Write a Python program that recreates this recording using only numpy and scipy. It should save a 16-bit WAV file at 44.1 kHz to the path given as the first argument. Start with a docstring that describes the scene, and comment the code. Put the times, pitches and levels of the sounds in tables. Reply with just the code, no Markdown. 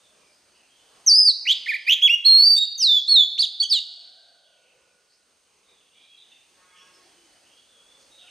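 """A terrace between hard walls: a caged songbird sings one loud phrase of sliding whistles.
Its notes are near-sines with weak harmonics; where both sides of its syrinx sound, mixing tones appear.
Far birds (wobbling sines), drones (gliding noise bands), a short buzz (harmonics) and sparse ticks surround it.
Town murmur and hiss are banded noise; the walls answer with echoes and dying noise.
The recorder turns its gain down under the song and lets it creep back."""
import sys
import numpy as np
from scipy import signal
from scipy.fft import rfft, irfft, next_fast_len
from scipy.io import wavfile
from scipy.ndimage import uniform_filter1d, minimum_filter1d

SR = 44100
rng = np.random.default_rng(int(sys.argv[2]) if len(sys.argv) > 2 else 0)


def makeup_ratio(level_db):
    """Linear amplitude ratio for a level in decibels (20 dB per factor of ten)."""
    decades = np.asarray(level_db, float) / 20
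    return 10 ** decades


def transcribe(signal):
    """Save signal, clipped to [-1, 1], as a 16-bit WAV file at the path in sys.argv[1]."""
    frames = np.atleast_2d(signal).T
    limited = np.clip(frames, -1, 1)
    pcm = np.round(limited * 32767).astype(np.int16)
    wavfile.write(sys.argv[1], SR, pcm)


N = 366030


def rms_one(x):
    """Scale to rms 1."""
    return x / np.sqrt(np.mean(x ** 2) + 1e-20)


def at_hz(points, hz):
    """Read a spectrum table on a log frequency axis."""
    table_hz, values = np.transpose(points)
    return np.interp(np.log(hz), np.log(table_hz), values)


def drift(rate_hz):
    """Random wandering of rms 1: white noise through two equal one-pole low-passes."""
    r = np.exp(-2 * np.pi * rate_hz / SR)
    noise = rng.standard_normal(N + SR)
    return rms_one(signal.lfilter([1], [1, -2 * r, r * r], noise)[SR:])


def band_filter(x, order, hz, kind):
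    """Butterworth filter."""
    return signal.sosfilt(signal.butter(order, hz, kind, fs=SR, output="sos"), x)


def played(rows, edge_s):
    """Sample span, gate that opens and shuts within edge_s, and columns joined by lines."""
    s, *columns = np.transpose(rows)
    span = np.arange(max(int(s[0] * SR), 0), min(int((s[-1] + edge_s) * SR), N))
    t = span / SR
    gate = np.clip(np.minimum(t - s[0], s[-1] + edge_s - t) / edge_s, 0, 1)
    return span, gate, [np.interp(t, s, c) for c in columns]


def convolve(x, response):
    """FFT convolution, cut to the scene."""
    size = next_fast_len(N + response.shape[-1])
    return irfft(rfft(x, size) * rfft(response, size), size)[..., :N]


# Contours of the song, one list a note, before flutter, colour and recorder: time_s, pitch_hz, level_db
SONG = [
    [(1.062, 6350, -26), (1.07, 6440, -18), (1.079, 5890, -10), (1.1, 4855, -11), (1.118, 4490, -8),
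     (1.162, 4977, -10.5), (1.19, 5067, -8), (1.244, 4996, -15), (1.292, 4450, -7), (1.307, 4010, -13.5),
     (1.318, 3784, -24.5)],
    [(1.452, 2466, -34), (1.463, 1903, -28), (1.474, 2590, -17), (1.48, 2913, -15.5), (1.508, 3190, -10),
     (1.516, 3516, -10.5), (1.528, 3780, -17.5), (1.535, 3824, -27.5)],
    [(1.66, 2350, -30), (1.665, 2055, -25.5), (1.67, 1734, -30.5), (1.682, 2160, -24), (1.693, 2495, -14.5),
     (1.709, 2198, -19.5), (1.72, 1845, -21.5), (1.732, 1723, -25.5), (1.744, 2383, -21),
     (1.752, 2250, -20.5), (1.758, 1854, -25), (1.768, 2500, -25.5)],
    [(1.865, 2337, -28.5), (1.884, 2470, -16.5), (1.893, 2597, -10.5), (1.902, 2942, -12),
     (1.934, 3290, -9.5), (1.945, 3460, -21.5)],
    [(1.872, 1780, -37.5), (1.876, 1846, -27.5), (1.886, 2315, -15.5)],
    [(2.017, 2500, -29.5), (2.026, 3313, -10), (2.062, 3374, -4.5), (2.073, 3100, -10.5),
     (2.081, 2554, -14), (2.086, 2057, -23.5), (2.094, 2490, -15), (2.101, 2716, -7.5), (2.116, 2828, -13),
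     (2.146, 2847, -8), (2.155, 2900, -21.5)],
    [(2.247, 4050, -20), (2.255, 4230, -10), (2.264, 4332, -4.5), (2.295, 4227, -4), (2.368, 4283, -0.35),
     (2.418, 4408, -3.3), (2.445, 4536, -3.5), (2.45, 4688, -4), (2.49, 4625, -3.5), (2.531, 4646, -2.5),
     (2.554, 4577, -6.5), (2.579, 4587, -11), (2.59, 4670, -19.5)],
    [(2.555, 3427, -40.5), (2.566, 3605, -18.5), (2.584, 3700, -9.5), (2.6, 3790, -12), (2.635, 3729, -8),
     (2.646, 3796, -16.5), (2.655, 3560, -22.5)],
    [(2.778, 6790, -29), (2.79, 6100, -21), (2.8, 6050, -15.5), (2.825, 5180, -7.5), (2.849, 4295, -5),
     (2.874, 3830, -6), (2.896, 3612, -5.5), (2.976, 3456, -7.5), (3.002, 3320, -15.5)],
    [(2.805, 3224, -30), (2.838, 2673, -31)],
    [(3.07, 3400, -38.5), (3.076, 3665, -24), (3.085, 4285, -9.5), (3.096, 4400, -5.5), (3.148, 4253, -3),
     (3.17, 3714, -1), (3.207, 3510, -2), (3.241, 3420, -10), (3.258, 3550, -19.5)],
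    [(3.375, 1883, -43), (3.382, 2880, -28), (3.388, 3665, -15.5), (3.394, 4476, -8), (3.401, 4316, -9),
     (3.409, 4620, -5), (3.422, 5050, -16)],
    [(3.42, 4126, -8.5), (3.425, 4113, -6), (3.433, 3290, -16.5), (3.436, 3330, -13.5), (3.444, 3877, -10),
     (3.451, 3220, -18.5), (3.456, 2814, -28)],
    [(3.598, 3760, -31), (3.603, 4536, -8.5), (3.612, 4485, -7), (3.624, 4550, -8.5), (3.631, 4690, -34),
     (3.64, 4670, -18)],
    [(3.62, 2570, -43.5), (3.629, 3374, -13.5), (3.64, 3290, -18.5), (3.648, 2936, -28),
     (3.658, 3080, -21.5), (3.665, 3230, -31)],
    [(3.695, 5100, -31), (3.703, 5345, -16.5), (3.708, 5046, -15.5), (3.713, 4760, -9.5),
     (3.72, 4586, -7.5), (3.772, 3742, -13.5), (3.788, 3710, -15), (3.797, 3490, -28)],
    [(3.722, 4030, -17), (3.742, 3523, -12), (3.769, 2975, -21.5), (3.776, 2900, -26.5), (3.79, 2888, -21)],
]
# Base harmonic levels of each note, re its fundamental: second_db, third_db, fourth_db
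OVERTONES = [(-30, -50.5, -67), (-23.5, -39, -44), (-24, -34, -35.5), (-24, -40, -35), (-21, -33, -44.5),
             (-30, -38.5, -43.5), (-33.5, -42, -70), (-19, -60, -48.5), (-28.5, -53, -42.5),
             (-23.5, -44.5, -56.5), (-29, -50, -46), (-26.5, -53, -59.5), (-23.5, -58.5, -53.5),
             (-30.5, -58, -72), (-18, -28.5, -53.5), (-29, -47.5, -62.5), (-31, -58, -54.5)]
# Throat colour added to the second harmonic: pitch_hz, gain_db
SECOND_BY_PITCH = [(1800, 6.5), (2500, 0), (3300, 2), (3600, -6), (4400, -1.5), (5000, 6), (5900, -3),
                   (6500, -8.5)]
# Mixing tones of the two sides: times_first_pitch, times_second_pitch
MIXING = [(1, 1), (1, -1), (-1, 2), (2, -1), (2, 1), (1, 2)]
# Level of each mixing tone re the geometric mean of both sides: level_db
MIXING_DB = [-18, -34, -30.5, -31.5, -37.5, -38]
# Colour of the song's high treble: frequency_hz, gain_db
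TREBLE = [(9800, 0.5), (11300, -13.5), (13200, 8.5), (16000, 3)]


def songbird():
    """Near-sine whistles; a note begun while another still sounds comes from the second side."""
    thinning = 0.69  # dB the second harmonic gains on the first per dB the note sinks
    bend, dip, rasp = flutter()
    bend = bend * (1 + 0.0032 * drift(88))
    air_noise = rms_one(band_filter(rng.standard_normal(N), 2, [2500, 7000], "band"))
    phase, size = np.zeros((2, N)), np.zeros((2, N))
    out, busy_until = np.zeros(N), 0
    for rows, (second_db, third_db, fourth_db) in zip(SONG, OVERTONES):
        span, gate, (hz, level_db) = played(rows, 0.0018)
        second_db = second_db + at_hz(SECOND_BY_PITCH, hz) + thinning * (level_db.max() - level_db)
        second_db = np.minimum(second_db, -8.0)
        side = int(span[0] < busy_until)
        busy_until = 0 if side else span[-1]
        hz = uniform_filter1d(hz, size=130) * bend[span]
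        turn = 2 * np.pi * np.cumsum(hz) / SR
        height = np.sqrt(2) * gate * makeup_ratio(level_db) * dip[span]
        phase[side, span], size[side, span] = turn, height
        wave = np.sin(turn) + rasp[span] * air_noise[span]
        harmonics_db = [second_db, third_db, fourth_db, fourth_db - 0.5, fourth_db - 8.0]
        for k, db in enumerate(harmonics_db, 2):
            wave += makeup_ratio(db) * np.sin(k * turn) * (k * hz < SR / 2)
        out[span] += height * wave
    both = np.sqrt(size[0] * size[1])
    for (first, second), db in zip(MIXING, MIXING_DB):
        out += makeup_ratio(db) * both * np.sin(first * phase[0] + second * phase[1])
    bins_hz = np.arange(1, N // 2 + 2) * SR / N
    out = irfft(rfft(out) * makeup_ratio(at_hz(TREBLE, bins_hz)), N)
    # a small open beak radiates no lows
    return band_filter(out + 1e-18, 2, 1300, "high")


# Stretches where the voice flutters: start_s, end_s, mean_rate_hz, pitch_flick_share, level_swing_share
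FLUTTER = [(1.17, 1.265, 85, .07, .35), (1.452, 1.47, 300, .08, .4), (1.48, 1.508, 120, .2, .3),
           (1.508, 1.536, 400, .3, .8), (1.655, 1.68, 300, .06, .4), (1.893, 1.947, 125, .22, .5),
           (2.545, 2.6, 150, .01, .2), (2.805, 2.845, 200, .005, .1), (3.2, 3.26, 70, .05, .55),
           (3.375, 3.456, 300, .07, .3), (3.72, 3.79, 250, .01, .15)]


def flutter():
    """Large flicks snap, small ones ripple: each drives pitch and level up, then drops; air rasps meanwhile."""
    tremor_db, tremor_hz = 1, 39.8  # small random level tremor
    rasp_db, rasp_db_per_octave = -40, 11  # air noise at 150 flicks a second, more for faster flutter
    bend, dip, rasp = np.ones(N), makeup_ratio(tremor_db * drift(tremor_hz)), np.zeros(N)
    uneven = 1 + .6 * np.tanh(drift(60))
    for start, end, per_s, flick, swing in FLUTTER:
        span, gate, _ = played([(start, 0), (end, 0)], 0.0043)
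        sawtooth = np.cumsum(per_s * uneven[span] / SR) % 1
        # larger flicks are rounded less
        ramp = uniform_filter1d(sawtooth, size=max(48, int(SR / per_s * (.45 - 2 * flick))))
        bend[span] += gate * flick * (ramp ** 5 - 1 / 6)
        dip[span] *= 1 + gate * swing * (2 * ramp - 1)
        rasp[span] = gate * makeup_ratio(rasp_db + rasp_db_per_octave * np.log2(per_s / 150))
    return bend, dip, rasp


# Clearest far calls, levels before the yard mix: start_s, length_s, from_hz, to_hz, level_db
FAR_BIRDS = [(0., 0.063, 3690, 3440, -62), (.1, 0.18, 2480, 2355, -68), (.147, 0.21, 5400, 4850, -69.5),
             (.75, 0.23, 3520, 3400, -70), (.45, .11, 4300, 5000, -70), (.655, 0.43, 3215, 2940, -66.5),
             (4.35, 0.38, 3400, 2700, -61), (4.75, .18, 2700, 2400, -69), (5.09, 0.059, 4290, 5400, -58),
             (5.619, 0.26, 3735, 3412, -65), (5.8, .3, 2800, 3700, -62), (5.93, 0.23, 2300, 2620, -67),
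             (6.767, 0.19, 5620, 5200, -66), (7.85, 0.17, 3484, 3460, -65.5), (6.06, 0.13, 3300, 3264, -58),
             (6.17, 0.026, 3905, 3593, -44.5), (6.214, .16, 3554, 3656, -56.5),
             (6.226, .19, 3243, 2633, -57.5), (6.65, 0.22, 3350, 3386, -65.5),
             (6.717, 0.19, 3080, 2590, -61.5), (6.997, .054, 3920, 5030, -64.5),
             (7.078, .28, 3063, 2983, -71), (7.377, 0.23, 2660, 3255, -63.5),
             (7.67, .067, 3550, 3460, -59.5), (7.72, 0.15, 3285, 3370, -59.5),
             (7.99, 0.037, 6690, 4720, -60.5), (8.094, 0.18, 3796, 3713, -59),
             (8.18, 0.14, 3270, 2515, -55.5)]


def far_birds():
    """Short sine whistles whose pitch wobbles and level flickers, with fainter random chatter between."""
    wobble_share, wobble_per_slide = .015, .45  # pitch wobble, and its rise with the log of the slide
    chatter_calls, chatter_db = 16, -71
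    low_hz, high_hz, largest_fall = 2400, 5500, 0.36  # chatter pitch range and share it may fall
    out, wobble, flicker = np.zeros(N), 0.97 * np.tanh(drift(150)), drift(25)
    calls = list(FAR_BIRDS)
    for k, (late, long, high, falls) in enumerate(rng.random((chatter_calls, 4))):
        start = (k + late) / (chatter_calls + 1) * N / SR
        length = np.interp(long, [0, 1], [0.09, 0.27])  # seconds
        hz = low_hz * (high_hz / low_hz) ** high
        calls.append((start, length, hz, hz * (1 - largest_fall * falls), chatter_db))
    for start, length, from_hz, to_hz, db in calls:
        span, gate, (hz,) = played([(start, from_hz), (start + length, to_hz)], 0.009)
        share = wobble_share + wobble_per_slide * abs(np.log(to_hz / from_hz))
        turn = 2 * np.pi * np.cumsum(hz * (1 + share * wobble[span])) / SR
        out[span] += gate * makeup_ratio(db + 5.5 * flicker[span]) * np.sin(turn)
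    return out


# Far drones, perhaps traffic, levels before the yard mix: start_s, gone_s, first_hz, last_hz, level_db
DRONES = [(-.3, .4, 622, 615, -71), (.7, 1.2, 701, 1205, -68.5), (2.598, 3.804, 790, 724, -63.5),
          (3.2, 4.894, 1453, 1445, -66.5), (3.51, 4.897, 712, 621.6, -60.5),
          (3.799, 4.602, 1580, 1536, -65), (4.2, 5.41, 1485, 1454, -68.5), (4.4, 5.1, 555.3, 476.5, -68),
          (6.75, 7.407, 367, 340, -68), (7.8, 8.25, 544.5, 551, -70.5), (8.17, 8.378, 720, 720, -64),
          (8.17, 8.374, 1420, 1460, -63.5)]


def drones():
    """Narrow bands of noise that swell, glide and fade; the further one glides, the broader it is."""
    peak_share, base_width_hz, width_per_glide = .55, 20, .5  # peak: share of the span spent swelling
    out, t = np.zeros(N), np.arange(N) / SR
    for start, gone, first_hz, last_hz, db in DRONES:
        swell = np.interp(t, [start, start + peak_share * (gone - start), gone], [0, 1, 0])
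        width_hz = base_width_hz + width_per_glide * abs(last_hz - first_hz)
        turn = 2 * np.pi * np.cumsum(np.interp(t, [start, gone], [first_hz, last_hz])) / SR
        band = drift(width_hz) * np.sin(turn) + drift(width_hz) * np.cos(turn)
        out += makeup_ratio(db) * swell * band
    return out


# Far buzz, base level before harmonic gains and the yard mix: time_s, pitch_hz, level_db
BUZZ = [(6.55, 181, -69), (6.66, 181.4, -66.5), (6.76, 179.5, -65), (6.86, 180.5, -68.5), (7.0, 181, -74)]
# Harmonics of the buzz: multiple, gain_db (before a common trim)
BUZZ_ORDERS = [(5, 2), (6, 10), (7, 5), (8, 3), (9, 3), (10, 3), (11, -3), (12, 4), (13, -2), (14, 2)]


def buzz():
    """Upper harmonics of one unsteady low pitch, each reading the same level flicker at its own offset."""
    span, gate, (hz, db) = played(BUZZ, 0.044)
    turn = 2 * np.pi * np.cumsum(hz * (1 + 0.0079 * drift(16.0)[span])) / SR
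    out, flicker = np.zeros(N), drift(29.4)
    for k, order_db in BUZZ_ORDERS:
        own = np.roll(flicker, round(k) * SR // 2)[span]
        out[span] += gate * makeup_ratio(db + order_db - 7.0 + 4 * own) * np.sin(round(k) * turn)
    return out


# Tick clusters, levels before the high-pass: start_s, end_s, ticks_per_s, level_db
CRACKLE = [(0.328, 0.419, 150, -57.5), (6.755, 7.048, 200, -54.5), (7.966, 8.025, 300, -56.5)]


def crackle():
    """Faint bright ticks in short clusters: random single-sample impulses, high-passed."""
    out = np.zeros(N)
    born, sizes = rng.random(N), rng.standard_normal(N)
    for start, end, per_s, db in CRACKLE:
        span, gate, _ = played([(start, 0), (end, 0)], 0.019)
        out[span] = makeup_ratio(db) * gate * sizes[span] * (born[span] < per_s / SR)
    return band_filter(out + 1e-18, 2, 6000, "high")


# Relative noise density of the air, before hiss colour: frequency_hz, density_db (per Hz)
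AIR = [(15, -40), (25, -10), (166, -7), (415, -0.5), (1830, -6), (3140, -3), (3900, -8), (4840, -1.5),
       (5850, -8), (6520, -3.5), (7260, -11), (8540, -11), (10600, -21), (13900, -20.5), (15900, -34)]
# Microphone colour, bell-shaped peaks and dips: centre_hz, width_hz, gain_db
HISS_PEAKS = [(6520, 560, 8), (7360, 780, -6), (8630, 1500, 10.5)]
# Overall air level through the scene, before the recorder: time_s, level_db
AIR_DB = [(0, -61), (.6, -62.5), (1.1, -57.5), (2.5, -56.5), (4, -59), (5, -59.5), (6, -59.5), (6.6, -58),
          (7.2, -57), (7.7, -60), (8.3, -58)]
# Left-right correlation of the air: frequency_hz, likeness (1 is mono)
LIKENESS = [(25, .998), (60, .99), (125, .94), (250, .84), (550, .66), (1650, .74), (4970, .8), (9000, .4),
            (15000, .5)]
# Left over right balance of the air: frequency_hz, balance_db
BALANCE_DB = [(500, 0.5), (1000, 0), (2000, -3.5), (5000, -2.5), (9000, -1.5), (15000, -1.5)]


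def air(patchy_db):
    """Town murmur and microphone hiss in third-octave noise bands; the murmur flickers, the hiss stays even."""
    out, together, edges = 0, drift(4), 25 * 2 ** np.arange(0, 9.4, 1 / 3)
    white, flickers = rng.standard_normal((2, 2, N)), [drift(3.0) for _ in range(4)]
    for k, (low, high) in enumerate(zip(edges, edges[1:])):
        mid, side = band_filter(white[k % 2], 2, [low, high], "band")
        hz = np.sqrt(low * high)
        alike = np.clip(at_hz(LIKENESS, hz), 0, 1)
        # flicker shrinks above 1200 Hz
        flicker_db = patchy_db * min(1, 1200 / hz) * (.4 * together + flickers[k % 4])
        gain = makeup_ratio(at_hz(AIR, hz) + flicker_db)
        lean = makeup_ratio(at_hz(BALANCE_DB, hz) / 2 * np.array([[1], [-1]]))
        stereo = np.sqrt(1 + alike) * mid + np.sqrt(1 - alike) * side * [[1], [-1]]
        out = out + gain * lean * stereo
    hz = np.arange(N // 2 + 1) * SR / N
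    colour_db = sum(db * np.exp(-2 * ((hz - centre_hz) / width_hz) ** 2)
                    for centre_hz, width_hz, db in HISS_PEAKS)
    swell = makeup_ratio(np.interp(np.arange(N) / SR, *np.transpose(AIR_DB)))
    return swell * rms_one(irfft(rfft(out) * makeup_ratio(colour_db), N))


# Wall echoes, before the left-right lean: delay_s, level_db
ECHOES = [(.009, -19), (.017, -25.5), (.029, -21.5), (.047, -21.5)]
# Near and far reverberation, before the left-right lean: t60_s, level_db, cutoff_hz
TAILS = [(.3, -16, 13380), (1.25, -20.5, 5956)]


def yard(side_db):
    """Stereo response of the walls: a few echoes and two tails of dying noise, stronger on the right."""
    t = np.arange(2 * SR) / SR
    response = np.zeros((2, len(t)))
    for delay, db in ECHOES:
        response[:, int(delay * SR)] = makeup_ratio(db)
    for t60, db, cut_hz in TAILS:
        mid, side = band_filter(rng.standard_normal((2, len(t))), 2, min(cut_hz, SR / 3), "low")
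        shape = makeup_ratio(-60 * t / t60) * np.clip(t / 0.02, 0, 1) ** 2
        energy = np.sum((mid * shape) ** 2)
        response += makeup_ratio(db) * shape / np.sqrt(energy) * (mid + makeup_ratio(side_db) * side * [[1], [-1]])
    return response * makeup_ratio([[-1.2], [1.2]])


# Head turning of the bird, left over right: time_s, balance_db
PAN = [(1.06, -1.5), (1.5, -3), (2.051, -4), (2.3, -4), (3.801, -4)]


def scene():
    """Bird close by; far birds, drones and buzz mostly wet; ticks and air dry."""
    bird, walls = songbird(), yard(side_db=-12.0)
    pan_db = np.interp(np.arange(N) / SR, *np.transpose(PAN))
    far = far_birds() + drones() + buzz()
    wet = convolve(bird + makeup_ratio(11.0) * far, walls)
    near = bird * makeup_ratio(pan_db / 2 * [[1], [-1]])
    faint = (makeup_ratio(-4.0) * far + crackle()) * makeup_ratio([[-.8], [.8]])
    return near + wet + faint + air(patchy_db=2.29)


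def gain_control(x, size, threshold_db, ratio, hold_s, release_db_per_s, attack_s):
    """Loud passages pull the gain down; it holds, then climbs back at a steady rate."""
    power = uniform_filter1d(np.mean(x ** 2, axis=0), size=size)
    level_db = 10 * np.log10(power + 1e-12)
    cut_db = ratio * np.maximum(level_db - threshold_db, 0)
    hold = int(hold_s * SR) + 1
    # deepest cut of the last hold_s
    cut_db = -minimum_filter1d(np.pad(-cut_db, (hold, 0)), size=hold)[hold - hold // 2:][:N]
    climb = release_db_per_s * np.arange(N) / SR
    cut_db = np.maximum.accumulate(cut_db + climb) - climb
    r = np.exp(-1 / (attack_s * SR))
    return x * makeup_ratio(-signal.lfilter([1 - r], [1, -r], cut_db))


def crest_thump(x, top, thump_db):
    """Crests above a set level, after gain control, add a soft low thump."""
    excess = np.maximum(np.mean(x, axis=0) - top, 0)
    return x + makeup_ratio(thump_db) * band_filter(excess + 1e-18, 2, [55, 900], "band")


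def roll_off(x):
    """The treble ends steeply here."""
    return signal.sosfilt(signal.butter(12, 16050, fs=SR, output="sos"), x)


def record(dry):
    """Capsule colour, slow gain control, a quick limiter on the loudest whistles, crest thump, steep low-pass."""
    # the left capsule hears more treble, the right less
    treble = band_filter(dry, 1, 6000, "high")
    x = dry + 0.2 * treble * [[1], [-1]]
    x = gain_control(x, size=882, threshold_db=-13.0, ratio=0.68,
                     hold_s=0.5, release_db_per_s=2.0, attack_s=0.012)
    x = gain_control(x, size=66, threshold_db=-9.5, ratio=0.98,
                     hold_s=.002, release_db_per_s=150.0, attack_s=0.00073)
    x = crest_thump(x, top=0.4, thump_db=-21)
    # 60 dB down from 16 kHz up
    x = signal.sosfilt(signal.cheby2(12, 60, 16000, fs=SR, output="sos"), x)
    return roll_off(x)


dry = scene()
out = record(dry)
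transcribe(out)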